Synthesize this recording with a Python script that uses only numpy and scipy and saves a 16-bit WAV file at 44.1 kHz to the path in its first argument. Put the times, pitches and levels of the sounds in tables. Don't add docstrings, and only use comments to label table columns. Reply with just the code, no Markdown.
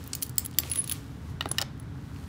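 import sys
import numpy as np
from scipy import signal
from scipy.fft import rfft, irfft
from scipy.io import wavfile
from scipy.ndimage import uniform_filter1d

SR = 44100
rng = np.random.default_rng(int(sys.argv[2]) if len(sys.argv) > 2 else 0)


def log_audio(samples):
    frames = np.atleast_2d(samples).T
    limited = np.clip(frames, -1, 1)
    pcm = np.round(limited * 32767).astype(np.int16)
    wavfile.write(sys.argv[1], SR, pcm)


def boost(x):
    u = np.asarray(x, float) / 20
    return 10 ** u


N = 100680
LEAD_S = 0.004


def evened(x):
    return x / np.sqrt(np.mean(x ** 2) + 1e-20)


def read(points, hz):
    f, value = np.transpose(points)
    return np.interp(np.log(hz + 1), np.log(f + 1), value)


def over_time(points):
    return np.interp(np.arange(N) / SR, *np.transpose(points))


def coloured(x, db_of):
    gain = boost(db_of(np.fft.rfftfreq(N, 1 / SR)))
    return evened(irfft(rfft(x) * gain, N))


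def add(mix, s, sound):
    part = mix[round(s * SR):][:len(sound)]
    part += sound[:len(part)]


def strike(groups, rattle_s, slide_db, tick_db, db, low_db, high_db):
    longest_t60_s = 0.015
    detune, scatter_db = 0.006, 1.5
    t = np.arange(1400) / SR
    after = t - LEAD_S
    fade_s = rattle_s * boost(0.33 * (db + 20))
    shape = np.where(after < 0, boost(slide_db) * (t / LEAD_S) ** 2, np.exp(-after / fade_s))
    push = rng.standard_normal(len(t)) * shape
    push[round(LEAD_S * SR)] = boost(tick_db)

    out = 0
    for modes, group_db in zip(groups, (low_db, 0, high_db)):
        hz, mode_db, t60 = np.transpose(modes)[..., None]
        level_chance, pitch_chance = rng.standard_normal((2, len(modes), 1))
        tone = np.sin(2 * np.pi * hz * (1 + detune * pitch_chance) * t)
        decay = boost(-60 * t / np.minimum(t60, longest_t60_s))
        rung = signal.fftconvolve(push[None], decay * tone, axes=1)[:, :len(t)]
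        rung *= (-1) ** np.arange(len(modes))[:, None]
        rung /= np.linalg.norm(rung, axis=1, keepdims=True)
        group = (boost(mode_db + scatter_db * level_chance) * rung).sum(0)
        out = out + boost(group_db) * group / abs(group).max()
    return boost(db) * out


def strikes(hits, groups, rattle_s, slide_db, tick_db):
    out = np.zeros(N)
    for s, *row in hits:
        add(out, s - LEAD_S, strike(groups, rattle_s, slide_db, tick_db, *row))
    return out


def without_bass(x):
    return signal.sosfilt(signal.butter(4, 1500, "high", fs=SR, output="sos"), x)


def air():
    # (f/Hz, level/dB)
    rumble_colour = [(12, -76.5), (20, -42), (62, -6), (80, 0.5), (145, -2), (177, -7), (275, -10.5),
                     (319, -15.5), (400, -62.5), (520, -92), (880, -120)]
    # (f/Hz, level/dB)
    hiss_colour = [(190, -18.5), (330, -8), (421, -8), (555, -16), (846, -14.5), (1520, -16), (2680, -27),
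                   (3310, -26), (16000, -44.5)]
    # (f/Hz, width/Hz, lift/dB)
    duct_tones = [(73.1, 40, 5), (138.7, 37, 3), (274.7, 28.7, 7), (440, 13.3, 4.5)]
    # (t/s, level/dB)
    draught = [(0, -3), (.35, -1.5), (.6, -1), (1.3, 0.5), (1.7, 1), (2.28, 1)]
    rumble_db, hiss_db = -40, -52.5

    def lift(hz):
        return sum(peak / (1 + (2 * (hz - f) / wide) ** 2) for f, wide, peak in duct_tones)

    rumble = coloured(rng.standard_normal(N), lambda hz: read(rumble_colour, hz) + lift(hz))
    hiss = coloured(rng.standard_normal(N), lambda hz: read(hiss_colour, hz) + lift(hz))
    return boost(rumble_db + over_time(draught)) * rumble + boost(hiss_db) * hiss


def rustle():
    # (f/Hz, level/dB)
    rub_colour = [(290, -74), (500, 3.5), (893, -19.5), (1140, 6), (1300, -6.5), (2690, -0.5), (7980, -6.5),
                  (16000, -12.5)]
    # (t/s, level/dB)
    movement = [(0, -55), (.2, -57), (.3, -68), (.42, -56), (.52, -68), (.58, -55.5), (0.649, -45),
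                (.85, -52.5), (0.951, -48), (1.04, -59.5), (1.2, -65.5), (1.3, -57.5), (1.38, -71.5),
                (1.62, -54), (1.72, -94), (2.0, -66), (2.17, -60), (2.28, -58)]
    grains_per_s, grain_db, grain_share = 4000, 4.5, 0.48
    grain_size = boost(grain_db * np.minimum(rng.exponential(1, N), 3))
    grains = grain_size * (rng.random(N) < grains_per_s / SR)
    noise = rng.standard_normal((2, N))
    rub = grain_share * evened(grains * noise[0]) + (1 - grain_share) * noise[1]
    return coloured(rub, lambda hz: read(rub_colour, hz)) * boost(over_time(movement))


def knocks():
    # (t/s, peak level/dB, low modes/dB, high modes/dB)
    thuds = [(.599, -42.5, 8.5, 1), (.636, -41, 0, 0), (0.654, -40, 0, -1), (0.701, -51, 6.5, -9),
             (.775, -44, -17, -7), (0.919, -45, 1, -3), (1.4568, -25, 1, 3), (1.4690, -37.5, 4, -6.5),
             (1.5144, -33, 3.5, 5), (1.548, -46, -10, 7), (1.6170, -28.5, -14, -8),
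             (1.627, -30.5, -5.5, -3), (2.115, -46, -5, 4)]
    # (f/Hz, level/dB, time to fall 60 dB/s)
    panel_modes = [
        [(342, 3, 0.012), (445, -1.5, 0.004)],
        [(580, -2, 0.015), (796, 0, 0.019)],
        [(1050, -0.37, 0.0044), (1330, -1.5, 0.0065)],
    ]
    return strikes(thuds, panel_modes, rattle_s=0.0026, slide_db=-19, tick_db=12)


def bolt():
    # (t/s, peak level/dB, low modes/dB, high modes/dB)
    clacks = [(1.4088, -14.5, -10.5, -11.5), (1.4245, -35, 0.5, -2), (1.4572, -25.5, 0, -9),
              (1.4690, -42, -4, -12), (1.5125, -34.5, 2.5, -15), (1.545, -44.5, -9, -9.5),
              (1.5760, -43, -6, 0), (1.5840, -11, -22.5, -2.5), (1.5975, -37, 6, -12),
              (1.6060, -30, -0.5, -1), (1.6150, -22, -3, 9.5), (1.6223, -23.5, -6.5, 5.5)]
    # (f/Hz, level/dB, time to fall 60 dB/s)
    lock_modes = [
        [(684, -1.2, 0.008), (1370, 0.23, 0.021)],
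        [(1680, -3, .01), (1890, 3, 0.012), (2470, -8, .008), (2940, 4, 0.013), (3410, -8, .008),
         (3760, 3, 0.010)],
        [(4760, 8, 0.0044), (5300, 9.5, 0.0068), (6000, 5.5, 0.0028), (7050, 4, 0.0035), (9100, 2, 0.0019),
         (11640, 1, 0.0015), (15860, 3, 0.005)],
    ]
    return boost(-0.5) * strikes(clacks, lock_modes, rattle_s=0.0025, slide_db=-19, tick_db=19)


def ring():
    # (t/s, peak level/dB, upper tone/dB, time until damped/s)
    touches = [(0.2242, -38, 17.5, 0.0056), (0.4467, -36.5, 10, 0.008), (0.6977, -36, 5, 0.015),
               (.715, -24, 10, 0.021), (0.747, -38, -19, 0.011), (0.7583, -32.5, 13, 0.011),
               (.772, -32, 6, 0.0056), (0.777, -27, 5, 0.023), (0.7872, -21, 4, 0.021),
               (.7915, -36, -23, 0.014), (0.813, -32.5, -20, 0.011), (.841, -32.5, 10.5, 0.0024),
               (.877, -43, 10, 0.014), (0.8955, -26, -12, 0.0025), (0.9137, -24.5, 5.5, 0.0031),
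               (0.919, -35, 13, 0.018), (1.489, -47, 18, 0.014), (1.5135, -16.5, -11.5, 0.0023),
               (1.518, -54, -10, 0.0084), (1.798, -43.5, 4, 0.0026)]
    # (f/Hz, time to fall 60 dB/s)
    ring_tones = [(10300, .16), (10705, .022)]
    rise_s, stop_s = 0.001, 0.003
    left_db = -37
    out, t = np.zeros(N), np.arange(8000) / SR
    (low_hz, low_t60), (up_hz, up_t60) = ring_tones
    for s, db, upper_db, held in touches:
        angle = 2 * np.pi * (t + round(s * SR) / SR)
        lower = boost(-60 * t / low_t60) * np.sin(low_hz * angle)
        upper = boost(upper_db - 60 * t / up_t60) * np.sin(up_hz * angle)
        rise = 1 - np.exp(-t / rise_s)
        damping = boost(left_db) + np.exp(-np.maximum(t - held, 0) / stop_s)
        add(out, s, boost(db) * (lower + upper) * rise * damping)
    return out


def clasp():
    # (t/s, peak level/dB, low modes/dB, high modes/dB)
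    first_snap = [
        (0.3818, -10.5, -23.5, 6),
        (0.3940, -29, -19.5, 7),
        (.4005, -39.5, -9, 4.5),
    ]
    # (f/Hz, level/dB, time to fall 60 dB/s)
    clasp_modes = [
        [(3470, 0, 0.0064)],
        [(4350, -10, 0.0089), (5130, -10, 0.006), (7540, -0.5, 0.018), (8200, -4.5, .006), (8750, -7.5, .005),
         (9190, -6.5, 0.005), (11160, -8.5, 0.005)],
        [(11860, -14.5, .006), (13570, -4, 0.006), (15040, -2, 0.0041), (15540, -0.5, 0.0053),
         (15900, -0.5, .002)],
    ]
    # (t/s, peak level/dB, low modes/dB, high modes/dB)
    shut_snap = [
        (0.5861, -8, -10, 3.5),
        (0.5988, -26, -18, 1),
        (0.6025, -34, -6, 14),
    ]
    # (f/Hz, level/dB, time to fall 60 dB/s)
    shut_modes = [
        [(2100, 0.36, 0.0033), (2600, -0.77, .004), (3680, -1, 0.0097)],
        [(4750, 0.5, 0.0048), (5230, -5.5, .004), (5710, -7, 0.0075), (7620, -3.5, 0.016), (9370, -9, 0.0058),
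         (10400, -4, 0.0095)],
        [(12800, 3, .008), (13100, -3, 0.0072), (13800, -10, .007), (14450, 5.5, .006), (14700, 4.5, 0.004)],
    ]
    settings = dict(rattle_s=0.0017, slide_db=-36, tick_db=19)
    snaps = strikes(first_snap, clasp_modes, **settings) + strikes(shut_snap, shut_modes, **settings)
    return without_bass(snaps)


def chain():
    # (t/s, peak level/dB, low modes/dB, high
    # modes/dB)
    link_hits = [(0.04, -37, -18, 5), (0.064, -44, 1, 7), (0.0757, -40.5, -20.5, 17.5),
                 (0.1324, -16.5, -31.5, -30), (0.1356, -29, 2.5, -32), (0.148, -44, -10, -10),
                 (0.1509, -19.5, -13.5, 0.5), (0.218, -39, -2, 12), (0.2242, -17.5, -11, 3),
                 (0.2258, -26, -13, -11), (.2300, -17.5, -15.5, 3), (0.265, -33.5, -12, 6),
                 (0.2944, -29, -30, 3.5), (0.358, -47.5, -18.5, 12), (.368, -43, -9, -6),
                 (.442, -47, -1, -10), (0.4508, -33, -2, 10), (0.4606, -24, -8.5, 9), (0.512, -36, -7, -6),
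                 (0.529, -42, 1, -20), (.5390, -40, -13.5, -23), (0.547, -51, 16, 8),
                 (.6345, -35.5, 10, -10),
                 (0.699, -28, -19, 1), (0.7149, -25.5, 1, 2), (0.7356, -26.5, -3, 2), (0.75, -35, -3, 6),
                (0.7574, -26, -1, 4), (.772, -37, -3, 2), (0.7745, -30.5, -3, 1), (0.787, -35, -2, 6),
                (0.796, -48, 2, -8), (.818, -40, 0, -10), (0.842, -31.5, -2, 3), (0.876, -26, -3, 2),
                (0.8961, -25, 2.5, 8.5), (.9140, -22.5, 1.5, 1), (0.921, -24, 0, 1), (0.922, -28, -7, 15),
                (0.925, -40, -2, 0), (.9424, -49, -13, 2), (1.4890, -39, -5, 3), (1.515, -22.5, -10, 0),
                (1.7774, -50, -6, -0.5), (1.7986, -40, -8, 1), (1.828, -56, -17, 9), (2.09, -58, 0, -8),
                (2.162, -48, 9.5, -13)]
    # (f/Hz, level/dB, time to fall 60 dB/s)
    link_modes = [
        [(2020, -4.5, 0.0016), (3160, -1.5, 0.0022), (4190, -6.5, 0.0023)],
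        [(4370, 0.5, 0.0028), (6630, 7, 0.00069), (7600, 0.5, 0.011), (8440, -2.5, 0.0021),
         (10750, -13.5, 0.0055)],
        [(11300, -9, 0.0015), (12370, -12.5, 0.0057), (15150, -8, 0.0035)],
    ]
    clicks = strikes(link_hits, link_modes, rattle_s=0.0025, slide_db=-28, tick_db=12)
    return without_bass(boost(-1.5) * clicks)


def hall(x):
    # (f/Hz, time to fall 60 dB/s)
    echo_times = [(300, 0.77), (2000, 0.34), (6000, .25), (15000, 0.13)]
    echo_db = -15.5
    taps = np.zeros(SR // 2)
    at = np.arange(200, len(taps) - 12, 12)
    taps[at + rng.integers(0, 12, len(at))] = rng.choice([-1., 1.], len(at))
    hz, t, bands = signal.stft(taps, SR, nperseg=256)
    fading = bands * boost(-60 * t / read(echo_times, hz)[:, None])
    tail = signal.istft(fading, SR, nperseg=256)[1]
    return signal.fftconvolve(x, boost(echo_db) * tail / np.linalg.norm(tail))[:N]


def scene():
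    flutter, flutter_s = 0.88, 0.0005
    links, lock, sung = chain() + clasp(), bolt() + knocks(), ring()
    shaded = signal.lfilter(*signal.butter(1, 3500, fs=SR), lock)
    wobble = evened(uniform_filter1d(rng.standard_normal(N), round(flutter_s * SR)))
    uneven = np.sqrt(1 - flutter ** 2) + flutter * wobble
    walls = hall(uneven * (links + shaded) + boost(-9) * sung)
    steady = signal.oaconvolve(walls + air() + rustle(), signal.firwin(601, 15800, fs=SR), "same")
    return (links + lock + sung + steady)[None]


def top_cut(x):
    return signal.sosfilt(signal.butter(12, 17050, fs=SR, output="sos"), x)


def record(dry):
    # (f/Hz, level/dB)
    treble_limit = [(0, 0), (15550, 0), (15900, -14), (16400, -17), (17000, -50), (SR / 2, -90)]
    hz, db = np.transpose(treble_limit)
    limited = signal.oaconvolve(dry, signal.firwin2(401, hz, boost(db), fs=SR)[None], "same")
    return top_cut(limited)


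dry = scene()
out = record(dry)
log_audio(out)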